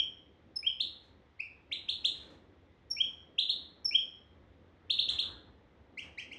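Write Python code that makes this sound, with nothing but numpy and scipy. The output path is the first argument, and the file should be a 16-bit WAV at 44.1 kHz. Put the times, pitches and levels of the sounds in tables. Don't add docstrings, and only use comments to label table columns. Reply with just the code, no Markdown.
import sys
import numpy as np
from scipy import signal
from scipy.fft import rfft, irfft
from scipy.io import wavfile
from scipy.ndimage import uniform_filter1d

SR = 44100
rng = np.random.default_rng(int(sys.argv[2]) if len(sys.argv) > 2 else 0)


def output_pcm(signal):
    pcm = np.clip(np.atleast_2d(signal).T, -1, 1) * 32767
    wavfile.write(sys.argv[1], SR, np.round(pcm).astype(np.int16))


def how_loud(loudness_db):
    steps = np.asarray(loudness_db, float) / 20
    return 10 ** steps


N = 281358

# start_s, first_hz, last_hz, peak_db, overtone_db
CHIRPS = [
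    (.7965, 2485, 4366, -22.5, -35.5),
    (1.8825, 2335, 4368, -24, -31.5),
    (2.042, 2420, 4274, -19.5, -27),
    (3.3795, 2443, 4168, -19, -36),
    (3.4875, 2652, 4355, -21, -37.5),
    (4.896, 2420, 4390, -20.5, -35),
    (4.9835, 2446, 4400, -19.5, -39),
    (5.082, 2520, 4240, -23, -26),
    (5.183, 2395, 4303, -22, -32.5),
]
WIDE_CHIRPS = [
    (1.7125, 1857, 4183, -27.5, -32.5),
]
HOOKS = [
    (1.3915, 2086, 2705, -31, -24),
]
LOW_CHIRPS = [
    (5.9725, 1978, 3290, -36, -20.5),
    (6.1745, 1836, 3253, -36, -17.5),
    (6.311, 1981, 3300, -41.5, -19.5),
]
WHISTLES = [
    (-.102, 5750, 5426, -32.5, -30.5),
    (.5575, 5303, 5162, -29, -25.5),
    (2.9015, 5720, 5443, -29, -27),
    (3.8455, 5700, 5280, -23.5, -33.5),
]
SLIDES = [
    (-.046, 2245, 3340, -23.5, -43.5),
    (.628, 2276, 3332, -23, -50),
    (2.966, 2246, 3364, -22.5, -40.5),
    (3.910, 2277, 3359, -19.5, -44),
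]
# length_share, glide_share, effort_db
CHIRP_SHAPE = [(0, 0, -29), (.15, .15, -15), (.32, .48, -2), (.47, 0.65, -1), (.63, .9, -7),
               (.8, 0.95, -10.5), (1, 1, -15.5)]
WIDE_SHAPE = [(0, 0.043, -23.5), (.15, .15, -10), (.35, .48, -6), (.5, .72, -0.5), (.65, .9, -5),
              (.8, 0.94, -10.5), (1, 1, -18.5)]
HOOK_SHAPE = [(0, 0, -24), (.25, .12, -15), (.45, .45, -2), (.65, .75, -0.5), (.85, 1, -3), (1, 0.9, -1.5)]
LOW_SHAPE = [(0, 0.035, -16.5), (.15, 0.085, -4), (0.351, .4, -2.5), (.55, 0.62, -1.5), (.72, .92, -8.5),
             (1, 1, -11.5)]
WHISTLE_SHAPE = [(0, 0.013, -18), (.2, .3, -12), (.45, .7, -3.5), (.6, .88, -1), (.85, .96, -3),
                 (0.999, 1, -6)]
SLIDE_SHAPE = [(0, 0.052, -21), (.12, .12, -16.5), (.43, .49, -21), (.58, .65, -18.5), (.68, 0.65, -6.5),
               (.76, .82, 0.3), (.87, .9, -1), (1, 0.94, -3.5)]
# third_db, fourth_db, effort_exponent, breath_db
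CHIRP_UPPER = (-40, -66, 0.59, -56)
HOOK_UPPER = (-41, -58, .6, -70)
LOW_UPPER = (-27, -40, 0.7, -41)
WHISTLE_UPPER = (-68, -88, .35, -43.5)
SLIDE_UPPER = (-47.5, -66, 0.1, -56)
CHIRP_S, WIDE_S, HOOK_S, LOW_S, WHISTLE_S, SLIDE_S = 0.027, 0.031, 0.021, 0.037, 0.020, 0.055
NOTE_START_S, NOTE_STOP_S = 0.0012, 0.004
LEAD_SAMPLES = 8820

# since_s, delay_ms
WALL_LAG = [(-1, 2.2), (.5, 2.29), (.6, 2.205), (1.3, 1.96), (1.6, 2.21), (3.3, 2.143), (3.8, 2.24),
            (3.9, 2.2), (5.15, 2.135), (5.9, 1.41), (6.1, 1.3), (6.3, 1.37)]
WALL_DB, TABLE_LAG_S, TABLE_DB = -5.5, 0.004, -12

# start_s, length_s, level_db
RUSTLES = [(1.0, 0.094, -76.5), (1.967, 0.15, -76), (2.105, .14, -71.5), (2.225, 0.016, -63),
           (2.23, 0.14, -74), (2.299, .02, -70), (3.05, 0.13, -79.5), (5.08, 0.055, -55.5),
           (5.192, 0.1, -65), (6.008, 0.062, -66), (6.177, 0.066, -77)]
# freq_hz, density_db
FEATHERS = [(500, -6.5), (1000, -1), (2000, 0.5), (4000, -8), (7000, -13.5), (10000, -26.5), (13500, -31.5)]
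FLUTTER_DB, FLUTTER_HZ = 3, 45

# time_s, level_db
LANDING = [
    (5.234, -60),
    (5.244, -56),
    (5.256, -68),
    (5.276, -64),
    (5.3, -58.5),
    (5.332, -64.5),
    (5.37, -61),
]
# freq_hz, level_db, t60_s
BARS = [(542, -7, 0.096), (882.8, -6.5, 0.1), (1006, -10.5, .06), (1137, -4, 0.053), (1230, -4, 0.032),
        (1350, -3, 0.065), (1452, -3.5, 0.16), (1546, -8.5, 0.18), (1640, -7, 0.12), (1636, -20, 0.074)]

# time_s, level_db
ROOM_BUILD = [(.005, -30), (.011, -3.5), (.022, -2.5), (.034, -2), (.043, -0.5), (.049, -2.5), (.09, -4.5)]
# freq_hz, t60_s
ROOM_T60 = [(1000, 0.39), (2500, 0.49), (3300, 0.37), (4200, 0.53), (5400, 0.4), (7000, 0.4), (9000, .22),
            (12000, 0.12)]
ROOM_DB, CAGE_SEND_DB = -33.5, 1.5

# start_s, length_s, level_db
SHAKES = [
    (-.04, .09, -65.5),
    (2.2, 0.078, -69),
    (4.94, 0.099, -65),
    (5.1, .11, -54.5),
    (5.25, 0.14, -56.5),
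    (5.46, 0.068, -59.5),
    (6.0, .16, -59),
]
SHAKE_TOWN_DB, SHAKE_STIR_DB = -6, -8.5
# time_s, level_db
BUSTLE = [(0, 0.5), (.3, -2.5), (1.0, 0.5), (1.4, -2.5), (2.25, 4.5), (2.8, -4), (3.0, 2.5), (3.45, -1.5),
          (3.62, 3), (3.9, -0.5), (4.75, -1), (5.3, 5), (5.7, -1.5), (6.38, 4)]
# freq_hz, density_db
RUMBLE = [(15, -46.5), (25, -22.5), (45, -11), (75, 1.5), (92, -2.5), (113, -7), (170, -17.5), (220, -36),
          (370, -120)]
TOWN = [(82, -43.5), (140, -1.5), (323, 1.5), (452, -3.5), (524, -1), (612, -8.5), (750, -14.5),
        (980, -33.5), (1650, -120)]
STIR = [(380, -35), (650, -1.5), (870, 1), (973, -1.5), (1900, -5.5), (2470, -40.5), (4180, -120)]
DRONE = [(30, -80.5), (70, -14), (80, -2), (85, 0), (91, -3.5), (105, -16.5), (200, -90.5)]
AIR = [(1700, -11), (2000, -4), (2600, -10.5), (3490, -9.5), (3900, -14), (4600, -21.5), (5500, -23),
       (7000, -30), (9000, -41), (13000, -42.5)]
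RUMBLE_DB, TOWN_DB, STIR_DB, AIR_DB = -66, -65.5, -72, -77
RUMBLE_FOLLOWS, STIR_FOLLOWS = 0.2, 0.7
# start_s, length_s, level_db
PASSES = [
    (1.95, .9, -66),
    (4.05, 1.0, -65),
    (5.05, 0.31, -60),
    (5.7, 0.21, -68.5),
]


def finch():
    direct, one_way, other_way = (
        sing(CHIRPS, CHIRP_S, CHIRP_SHAPE, CHIRP_UPPER)
        + sing(WIDE_CHIRPS, WIDE_S, WIDE_SHAPE, CHIRP_UPPER)
        + sing(HOOKS, HOOK_S, HOOK_SHAPE, HOOK_UPPER)
        + sing(LOW_CHIRPS, LOW_S, LOW_SHAPE, LOW_UPPER)
        + sing(WHISTLES, WHISTLE_S, WHISTLE_SHAPE, WHISTLE_UPPER)
        + sing(SLIDES, SLIDE_S, SLIDE_SHAPE, SLIDE_UPPER))
    heard = direct + room(one_way) + room(other_way)
    return heard[LEAD_SAMPLES:LEAD_SAMPLES + N]


def sing(notes, length_s, shape, upper):
    tracks = np.zeros((3, N + 2 * LEAD_SAMPLES))
    turns_rad = rng.uniform(0, 2 * np.pi, len(notes))
    for (start_s, first_hz, last_hz, peak_db, overtone_db), turn in zip(notes, turns_rad):
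        note = how_loud(peak_db) * syrinx(first_hz, last_hz, overtone_db, length_s, shape, upper)
        at = LEAD_SAMPLES + round(start_s * SR)
        tracks[:, at:at + len(note)] += note * np.array([[1], [np.cos(turn)], [np.sin(turn)]])
        wall_lag_s = [ms for since_s, ms in WALL_LAG if since_s <= start_s][-1] / 1000
        for lag_s, echo_db in (wall_lag_s, WALL_DB), (TABLE_LAG_S, TABLE_DB):
            late = at + round(lag_s * SR)
            tracks[0, late:late + len(note)] += how_loud(echo_db) * note
    return tracks


def syrinx(first_hz, last_hz, overtone_db, length_s, shape, upper):
    third_db, fourth_db, effort_exponent, breath_db = upper
    share, glide, effort_db = np.transpose(shape)
    u = np.arange(int(length_s * SR)) / (length_s * SR)
    glide = uniform_filter1d(np.interp(u, share, glide), size=90, mode="nearest")
    phase = 2 * np.pi * np.cumsum(first_hz + (last_hz - first_hz) * glide) / SR
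    swell = how_loud(uniform_filter1d(np.interp(u, share, effort_db), size=90, mode="nearest"))
    edge = np.minimum(u / NOTE_START_S, (1 - u) / NOTE_STOP_S) * length_s
    swell = swell * np.sin(np.pi / 2 * np.clip(edge, 0, 1)) ** 2
    second = how_loud(overtone_db) * np.sin(2 * phase)
    high = how_loud(third_db) * np.sin(3 * phase) + how_loud(fourth_db) * np.sin(4 * phase)
    breath_band = signal.butter(2, [5000, 8500], "band", fs=SR, output="sos")
    breath = how_loud(breath_db) * signal.sosfilt(breath_band, rng.standard_normal(len(u)))
    return swell * np.sin(phase) + swell ** effort_exponent * (second + swell * high + breath)


def feathers():
    return swells(RUSTLES) * coloured(FEATHERS) * how_loud(FLUTTER_DB * drift(FLUTTER_HZ))


def bars():
    out = np.zeros(N)
    at = [round(time_s * SR) for time_s, level_db in LANDING]
    grip_db = np.array(LANDING)[:, 1]
    for hz, mode_db, t60_s in BARS:
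        clicks = np.full(N, 1e-18)
        strike_db = grip_db + mode_db + rng.normal(0, 2.0, len(at))
        clicks[at] = how_loud(strike_db) * rng.choice([-1, 1], len(at))
        radius, angle = how_loud(-60 / (t60_s * SR)), 2 * np.pi * hz / SR
        poles = [1, -2 * radius * np.cos(angle), radius * radius]
        out += signal.lfilter([0, np.sin(angle)], poles, clicks)
    return out


def room(track):
    t = np.arange(SR) / SR
    scatter_db = 1.5 * rng.standard_normal(SR // 40 + 1).repeat(40)[:SR]
    grains = rng.standard_normal(SR) * how_loud(scatter_db)
    tail = np.zeros(SR)
    for hz in np.geomspace(700, 14000, 14):
        band = signal.butter(1, [hz / 1.155, hz * 1.152], "band", fs=SR, output="sos")
        tail += signal.sosfilt(band, grains) * how_loud(-60 * t / at_hz(ROOM_T60, hz))
    tail = tail * how_loud(ROOM_DB + np.interp(t, *np.transpose(ROOM_BUILD), left=-90))
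    return signal.fftconvolve(track, tail)[:len(track)]


def town_and_shakes():
    bustle_db = np.interp(np.arange(N) / SR, *np.transpose(BUSTLE))
    shake = swells(SHAKES)
    rumble = np.hypot(how_loud(RUMBLE_DB + RUMBLE_FOLLOWS * bustle_db), shake)
    town = np.hypot(how_loud(TOWN_DB + bustle_db), how_loud(SHAKE_TOWN_DB) * shake)
    stir = np.hypot(how_loud(STIR_DB + STIR_FOLLOWS * bustle_db), how_loud(SHAKE_STIR_DB) * shake)
    rumble = rumble * how_loud(2.0 * drift(10)) * coloured(RUMBLE)
    town = town * how_loud(2.3 * drift(14)) * coloured(TOWN)
    stir = stir * how_loud(1.1 * drift(25)) * coloured(STIR)
    return rumble + town + stir


def vehicles():
    return swells(PASSES) * coloured(DRONE)


def air():
    return how_loud(AIR_DB) * coloured(AIR)


def swells(rows):
    t = np.arange(N) / SR
    out = np.zeros(N)
    for start_s, length_s, level_db in rows:
        out += how_loud(level_db) * np.sin(np.pi * np.clip((t - start_s) / length_s, 0, 1))
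    return out


def drift(rate_hz):
    knots = rng.standard_normal(int(N / SR * rate_hz) + 2)
    return np.interp(np.arange(N) / SR * rate_hz, np.arange(len(knots)), knots)


def coloured(spectrum):
    (low_hz, low_db), (high_hz, high_db) = spectrum[0], spectrum[-1]
    points = [(low_hz * 1.1, low_db - 30)] + list(spectrum) + [(high_hz * 1.2, high_db - 30)]
    gain = how_loud(at_hz(points, np.fft.rfftfreq(N, 1 / SR)))
    noise = irfft(rfft(rng.standard_normal(N)) * gain, N)
    return noise / noise.std()


def at_hz(points, hz):
    table_hz, values = np.transpose(points)
    return np.interp(np.log(hz + 1), np.log(table_hz), values)


def scene():
    cage = feathers() + bars()
    cage = cage + how_loud(CAGE_SEND_DB) * room(cage)
    return (finch() + cage + town_and_shakes() + vehicles() + air())[None]


def band_limit(x):
    return signal.sosfilt(signal.butter(12, 13030, fs=SR, output="sos"), x)


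def record(dry):
    mix = dry * np.clip(np.arange(N) / SR / 0.00015, 0, 1)
    return band_limit(mix)


dry = scene()
out = record(dry)
output_pcm(out)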